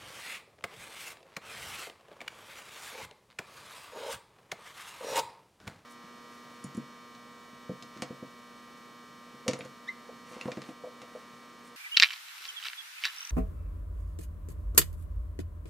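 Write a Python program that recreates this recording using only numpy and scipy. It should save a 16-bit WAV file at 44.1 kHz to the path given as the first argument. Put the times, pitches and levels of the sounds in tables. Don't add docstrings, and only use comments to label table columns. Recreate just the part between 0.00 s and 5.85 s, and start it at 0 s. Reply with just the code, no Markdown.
import sys
import numpy as np
from scipy import signal
from scipy.fft import rfft, irfft, next_fast_len
from scipy.io import wavfile
from scipy.ndimage import uniform_filter1d, map_coordinates

SR = 44100
rng = np.random.default_rng(int(sys.argv[2]) if len(sys.argv) > 2 else 0)


def unload_audio(sound):
    columns = np.transpose(np.atleast_2d(sound))
    steps = np.round(np.clip(columns, -1, 1) * 32767)
    wavfile.write(sys.argv[1], SR, steps.astype(np.int16))


N = 257984
TIME = np.arange(N) / SR
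FFT_SIZE = next_fast_len(N + SR // 2, real=True)
FREQS = np.fft.rfftfreq(FFT_SIZE, 1 / SR)


def undb(db):
    return 10 ** (np.asarray(db) / 20)


def unit(x):
    return x / np.std(x)


def noise():
    return rng.standard_normal(N)


def grit(per_s, spread_db):
    caught = rng.random(N) < per_s / SR
    return unit(caught * np.sign(noise()) * undb(spread_db * noise()))


def walk(rate_hz):
    steps = rng.standard_normal(2000)
    return 1.2 * np.interp(TIME * rate_hz, np.arange(len(steps)), steps)


def filtered(x, response):
    return irfft(rfft(x, FFT_SIZE) * response, FFT_SIZE)[:N]


def band(x, lo_hz, hi_hz, order):
    sos = signal.butter(order, [lo_hz, min(hi_hz, .45 * SR)], "band", fs=SR, output="sos")
    return signal.sosfilt(sos, x)


def colour(x, points, size=4096):
    hz, db = np.transpose(points)
    grid = np.fft.rfftfreq(size, 1 / SR)
    gain = undb(np.interp(np.log(grid + 1), np.log(hz), db))
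    cepstrum = irfft(np.log(gain))
    cepstrum[1:] *= 2
    response = np.exp(rfft(cepstrum[:size // 2], size))
    return filtered(x, np.interp(FREQS, grid, response))


def resonate(x, modes, size=16384):
    f = np.fft.rfftfreq(size, 1 / SR)
    response = sum((-1) ** k * undb(db) * 1j * f * width / (hz ** 2 - f ** 2 + 1j * f * width)
                   for k, (hz, width, db) in enumerate(modes))
    return filtered(x, np.interp(FREQS, f, response))


def envelope(start_s, length_s, attack_s, release_s):
    age = TIME - start_s
    return np.clip(age / attack_s, 0, 1) * np.exp(-np.maximum(age - length_s, 0) / release_s)


def bell(t, half_s):
    return np.exp(-((TIME - t) / half_s) ** 2)


def swells(rows):
    return sum(undb(db) * bell(t, half_s) for t, half_s, db in rows)


def accents(rows, column=2):
    return undb(sum(row[column] * bell(row[0], row[1]) for row in rows))


def bursts(source, rows, ring_s):
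    out, age = np.zeros(N + SR), TIME[:SR // 10]
    for t, db, rise_s in rows:
        start = int(t * SR)
        span = slice(start, start + len(age))
        shape = np.minimum(age / rise_s, 1) * np.exp(-np.maximum(age - rise_s, 0) / ring_s)
        burst = shape * source[span]
        out[span] += undb(db) * burst * np.sqrt(SR / 100 / np.sum(burst ** 2))
    return out[:N]


def wander(x, spread_db, width_hz, hold_s):
    hz, t, cells = signal.stft(x, SR, nperseg=512)
    grid = np.meshgrid(hz / width_hz, t / hold_s, indexing="ij")
    patches = map_coordinates(rng.standard_normal((256, 512)), grid, order=1, mode="mirror")
    return signal.istft(cells * undb(spread_db * patches), SR, nperseg=512)[1][:N]


def steady(x):
    return x / np.sqrt(uniform_filter1d(x ** 2, SR // 40) + 1e-18)


# t/s, length/s, release/s, level/dB, hiss/dB rel, pad/dB rel, sole/dB rel, holding hand/dB
STROKES = [(-0.09, 0.45, 0.042, -56, -5.5, -2, -10, -56.5),
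           (0.66, 0.46, 0.018, -57, -4, -1.5, -10.5, -58.5),
           (1.409, 0.43, 0.055, -50.5, -4.5, -3, -8.5, -56),
           (2.209, 0.84, 0.0084, -58.5, -6.5, -2.5, -6.5, -59.5),
           (3.398, 0.745, 0.035, -57, -6.5, -6.5, -2.5, -60.5),
           (4.526, 0.68, 0.008, -57.5, -6.5, -3.5, -1.5, -64)]
# t/s, half length/s, speed change/dB, pad ring change/dB
PUSHES = [(0.17, 0.034, 3, 4.5), (0.315, 0.087, 5, 5.5), (1.055, 0.076, 4, 2), (1.76, 0.056, 2.5, 4),
          (2.85, 0.064, 7, -3.5), (3.03, 0.049, 3, 4), (3.93, 0.068, -4.5, -1), (4.12, 0.057, 5.5, 5.5),
          (4.795, 0.032, 5.5, 0), (4.89, 0.024, 7.5, -2), (4.97, 0.04, -2.5, 0), (5.11, 0.068, 8, -3),
          (5.183, 0.034, 15.5, -4)]
# f/Hz, level/dB
RASP_SPECTRUM = [(120, -18), (300, -15), (500, -10.5), (730, 1.5), (1000, -2.5), (1600, 6), (2300, 0.5),
                 (3100, 2), (3900, 0), (4500, -2.5), (6000, -5), (8500, -8), (12000, -13), (16000, -21)]
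# f/Hz, width/Hz, level/dB
PAD_MODES = [(1890, 430, -1), (2190, 1260, -2)]
SOLE_MODES = [(910, 140, -14.5), (1187, 185, -4.5)]
CONTACT_ATTACK_S = 0.0088


def sanding():
    start_speed, accelerate_s, brake_s, lean_db_per_s = 0.12, 0.094, 0.088, 6
    rasp = colour(grit(per_s=4000, spread_db=-2), RASP_SPECTRUM)
    lows = filtered(rasp, 1 / (1 + (FREQS / 6500) ** 6))
    coarse, hiss = unit(lows), unit(rasp - lows)
    pad = resonate(grit(per_s=4000, spread_db=0.5), PAD_MODES)
    pad = accents(PUSHES, column=3) * unit(band(pad, 1000, 4100, order=1))
    sole = unit(band(resonate(noise(), SOLE_MODES), 490, 1530, order=2))
    scrape, push = 0, accents(PUSHES)
    for t, length_s, release_s, level_db, hiss_db, pad_db, sole_db, _ in STROKES:
        age = np.clip(TIME - t, 0, length_s)
        contact = envelope(t, length_s, CONTACT_ATTACK_S, release_s)
        run_up = 1 - (1 - start_speed) * np.exp(-(age / accelerate_s) ** 2)
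        braking = np.exp(-np.maximum(TIME - t - length_s, 0) / brake_s)
        speed = push * run_up * braking
        ring = undb(pad_db) * pad + undb(sole_db) * sole
        stroke = speed ** 0.69 * ring + speed * coarse + speed ** 1.22 * undb(hiss_db) * hiss
        scrape += contact * undb(level_db + lean_db_per_s * age) * stroke
    flicker = undb(walk(rate_hz=90) + 1.42 * walk(rate_hz=22))
    return flicker * wander(scrape, spread_db=3.5, width_hz=187.7, hold_s=0.06)


# t/s, half length/s, level/dB
SHUDDERS = [(0.07, 0.091, -61), (0.8, 0.04, -58.5), (1.65, 0.1, -57.5), (3.04, 0.039, -58),
            (3.63, 0.046, -68), (4.155, 0.021, -56.5), (5.125, 0.022, -60), (5.21, 0.057, -60.5)]


def shudder():
    contact = sum(envelope(t, length_s, CONTACT_ATTACK_S, release_s)
                  for t, length_s, release_s, *_ in STROKES)
    rumble = unit(band(noise(), 64, 162, order=2))
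    return (undb(-76.5) * contact + swells(SHUDDERS)) * rumble


# t/s, half length/s, level/dB
REGRIPS = [(0.52, 0.03, -72), (1.32, 0.062, -65), (1.99, 0.053, -68.5), (2.15, 0.078, -59.5),
           (4.43, 0.12, -67.5), (5.28, 0.1, -57)]
# f/Hz, level/dB
GRIP_SPECTRUM = [(60, -22.5), (130, -5.5), (300, -1.5), (520, 5), (750, 0), (1150, 2.5), (1700, -5.5),
                 (3000, -8), (5000, -18), (15000, -31)]


def grip(rest_db=-72):
    strain = sum(undb(db) * envelope(t, length_s, attack_s=0.0067, release_s=0.043)
                 for t, length_s, *_, db in STROKES)
    rub = unit(colour(grit(per_s=1200, spread_db=1), GRIP_SPECTRUM))
    flicker = undb(1.97 * walk(rate_hz=71))
    return (undb(rest_db) + strain + swells(REGRIPS)) * flicker * rub


# f/Hz, level/dB
AIR_SPECTRUM = [(15, -37), (25, -15.5), (114, 0.5), (317, -8.5), (405, -5.5), (1440, -24), (1890, -19.5),
                (9570, -25), (16000, -35)]


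def air(level_db=-68):
    return undb(level_db) * unit(colour(noise(), AIR_SPECTRUM))


# t/s, tick/dB, bump/dB
CREAKS = [(0.476, -78, -59), (0.502, -78, -71), (0.532, -90.5, -63.5), (.583, -71, -60), (0.588, -61, -73),
          (0.609, -58.5, -66), (0.624, -63, -63), (0.74, -56, -54.5), (1.17, -56, -62), (1.205, -64, -59),
          (1.229, -60.5, -59), (1.252, -91, -58.5), (1.87, -50, -44.5), (1.898, -48, -51),
          (2.083, -63, -53), (2.115, -60.5, -51.5), (2.133, -74, -64), (2.264, -65, -69), (3.111, -54, -54),
          (4.386, -65.5, -67), (5.601, -60.5, -60)]
# t/s, length/s, gap/s, first tick/dB, growth/(dB/s)
SLIP_RUNS = [(1.293, 0.07, 0.0092, -70.5, 120), (3.302, 0.026, 0.008, -60.5, -160)]


def creaks(tick_rise_s=0.0005, bump_rise_s=0.002):
    ticks = [(t, db, tick_rise_s) for t, db, _ in CREAKS]
    for t, length_s, gap_s, db, db_per_s in SLIP_RUNS:
        ticks += [(t + age, db + db_per_s * age, tick_rise_s) for age in np.arange(0, length_s, gap_s)]
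    bumps = [(t, db, bump_rise_s) for t, _, db in CREAKS]
    tick = bursts(band(noise(), 740, 3300, order=2), ticks, ring_s=0.002)
    bump = bursts(band(noise(), 400, 674, order=2), bumps, ring_s=0.011)
    return tick + bump


# t/s, clack/dB, crunch/dB, thud/dB, seating/s
LANDINGS = [(0.6389, -34, -44.5, -37, 0.0024), (1.364, -38, -45, -41, 0.0042),
            (2.2052, -45.5, -72, -57, 0.00058), (2.2122, -45.5, -58, -48.5, 0.0032),
            (2.2775, -36, -51.5, -74, 0.0031), (3.386, -35.5, -45, -40, 0.0045),
            (4.121, -46, -42.5, -49, 0.0076), (4.5147, -36, -42, -38.5, 0.0044),
            (5.191, -55, -36.5, -46, 0.00099), (5.6751, -42.5, -51, -48, 0.0025)]
# f/Hz, width/Hz, level/dB
BLOCK_MODES = [(1230, 500, 4.5), (1620, 760, 5.5), (2270, 316, 11), (2900, 43, 8.5), (3300, 440, -2),
               (4400, 350, -14), (6940, 50, -3), (9760, 610, -23)]
SHOE_MODES = [(110, 12, -6.5), (187, 33, 3), (310, 480, -4.5), (505, 105, 0), (669, 40, 3.5),
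              (1080, 760, -5.5)]


def landings():
    t, clack_db, crunch_db, thud_db, seat_s = np.transpose(LANDINGS)
    crunch = bursts(band(noise(), 3960, 6300, order=1), zip(t, crunch_db, seat_s), ring_s=0.0037)
    clack = bursts(resonate(noise(), BLOCK_MODES), zip(t, clack_db, seat_s), ring_s=0.0025)
    thud = bursts(resonate(noise(), SHOE_MODES), zip(t + seat_s, thud_db, seat_s), ring_s=0.0087)
    return crunch + clack + thud


# t/s, length/s, cavity/dB, cavity swell/dB, stack/dB, stack swell/dB
HEEL_PASSES = [(2.915, 0.096, -51.5, 1.5, -59, 11), (3.92, 0.19, -50, 10.5, -54, 10),
               (5.003, 0.195, -44, 9, -52, 13.5)]
# t/s, half length/s, stack boost/dB
RIM_GRIND = [(5.178, 0.029, 11)]
# f/Hz, width/Hz, level/dB
CAVITY_MODES = [(295, 210, -4), (401, 104, 2.5), (522, 95, 16.5)]
STACK_MODES = [(744, 230, -2.5), (932, 88, 10), (1097, 38, -11), (1567, 210, -10), (2540, 110, -6),
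               (2870, 88, -6), (3840, 400, -8), (4380, 110, -12), (5030, 120, -9.5), (5470, 170, -16),
               (6800, 120, -9), (8000, 960, -32)]


def heel_drone():
    cavity = resonate(grit(per_s=1200, spread_db=4.5), CAVITY_MODES)
    cavity = steady(band(cavity, 210, 630, order=2))
    stack = resonate(grit(per_s=2800, spread_db=0), STACK_MODES)
    stack = accents(RIM_GRIND) * steady(band(stack, 580, 12000, order=2))
    drone = 0
    for t, length_s, cavity_db, cavity_swell_db, stack_db, stack_swell_db in HEEL_PASSES:
        travel = np.clip((TIME - t) / length_s, 0, 1)
        ring = undb(cavity_db + cavity_swell_db * travel) * cavity
        ring += undb(stack_db + stack_swell_db * travel) * stack
        drone += envelope(t, length_s, attack_s=0.0068, release_s=0.011) * ring
    stick_slip = undb(1.8 * walk(rate_hz=110))
    return stick_slip * drone


# t/s, half length/s, level/dB
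SQUEAL = [(5.1, 0.05, -50)]
# f/Hz, width/Hz, level/dB
SQUEAL_MODE = [(5650, 110, 0)]


def squeal():
    return swells(SQUEAL) * steady(resonate(noise(), SQUEAL_MODE))


# t/s, length/s, release/s, level/dB
APRON_TOUCHES = [(5.597, 0.079, 0.01, -58), (5.667, 0.0084, 0.01, -42), (5.677, 0.02, 0.09, -52.5)]
# f/Hz, level/dB
APRON_SPECTRUM = [(30, -36), (65, -4), (120, 2), (200, 0.5), (400, -7), (800, -9), (1500, -7.5),
                  (2500, -16), (6000, -23), (15000, -39)]


def apron():
    contact = sum(undb(db) * envelope(t, length_s, attack_s=0.0071, release_s=release_s)
                  for t, length_s, release_s, db in APRON_TOUCHES)
    return contact * unit(colour(grit(per_s=3700, spread_db=4.5), APRON_SPECTRUM))


# f/Hz, T60/s
ROOM_T60 = [(150, 0.078), (900, 0.47), (4000, 0.41), (12000, 0.27)]


def room(x, wet_db, first_s):
    hz, t60 = np.transpose(ROOM_T60)
    age, white, tail = TIME[:SR], rng.standard_normal(SR), 0
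    for lo_hz in 88 * 2 ** np.arange(8):
        t60_s = np.interp(np.log(lo_hz * np.sqrt(2)), np.log(hz), t60)
        tail += band(white, lo_hz, 2 * lo_hz, order=2) * undb(-60 * age / t60_s)
    tail *= np.clip(age / first_s - 1, 0, 1)
    return undb(wet_db) * signal.fftconvolve(x, tail / np.linalg.norm(tail))[:N]


def scene():
    friction = sanding() + shudder() + grip() + apron()
    knocks = creaks() + landings()
    heel = heel_drone() + squeal()
    send = friction + undb(-3.5) * knocks + undb(-1) * heel
    mono = friction + knocks + heel + room(send, wet_db=-11.5, first_s=0.0029) + air()
    return np.array([mono, mono])


def record(dry, top_hz=15900):
    return signal.sosfilt(signal.ellip(10, .1, 70, top_hz, fs=SR, output="sos"), dry)


dry = scene()
out = record(dry)
unload_audio(out)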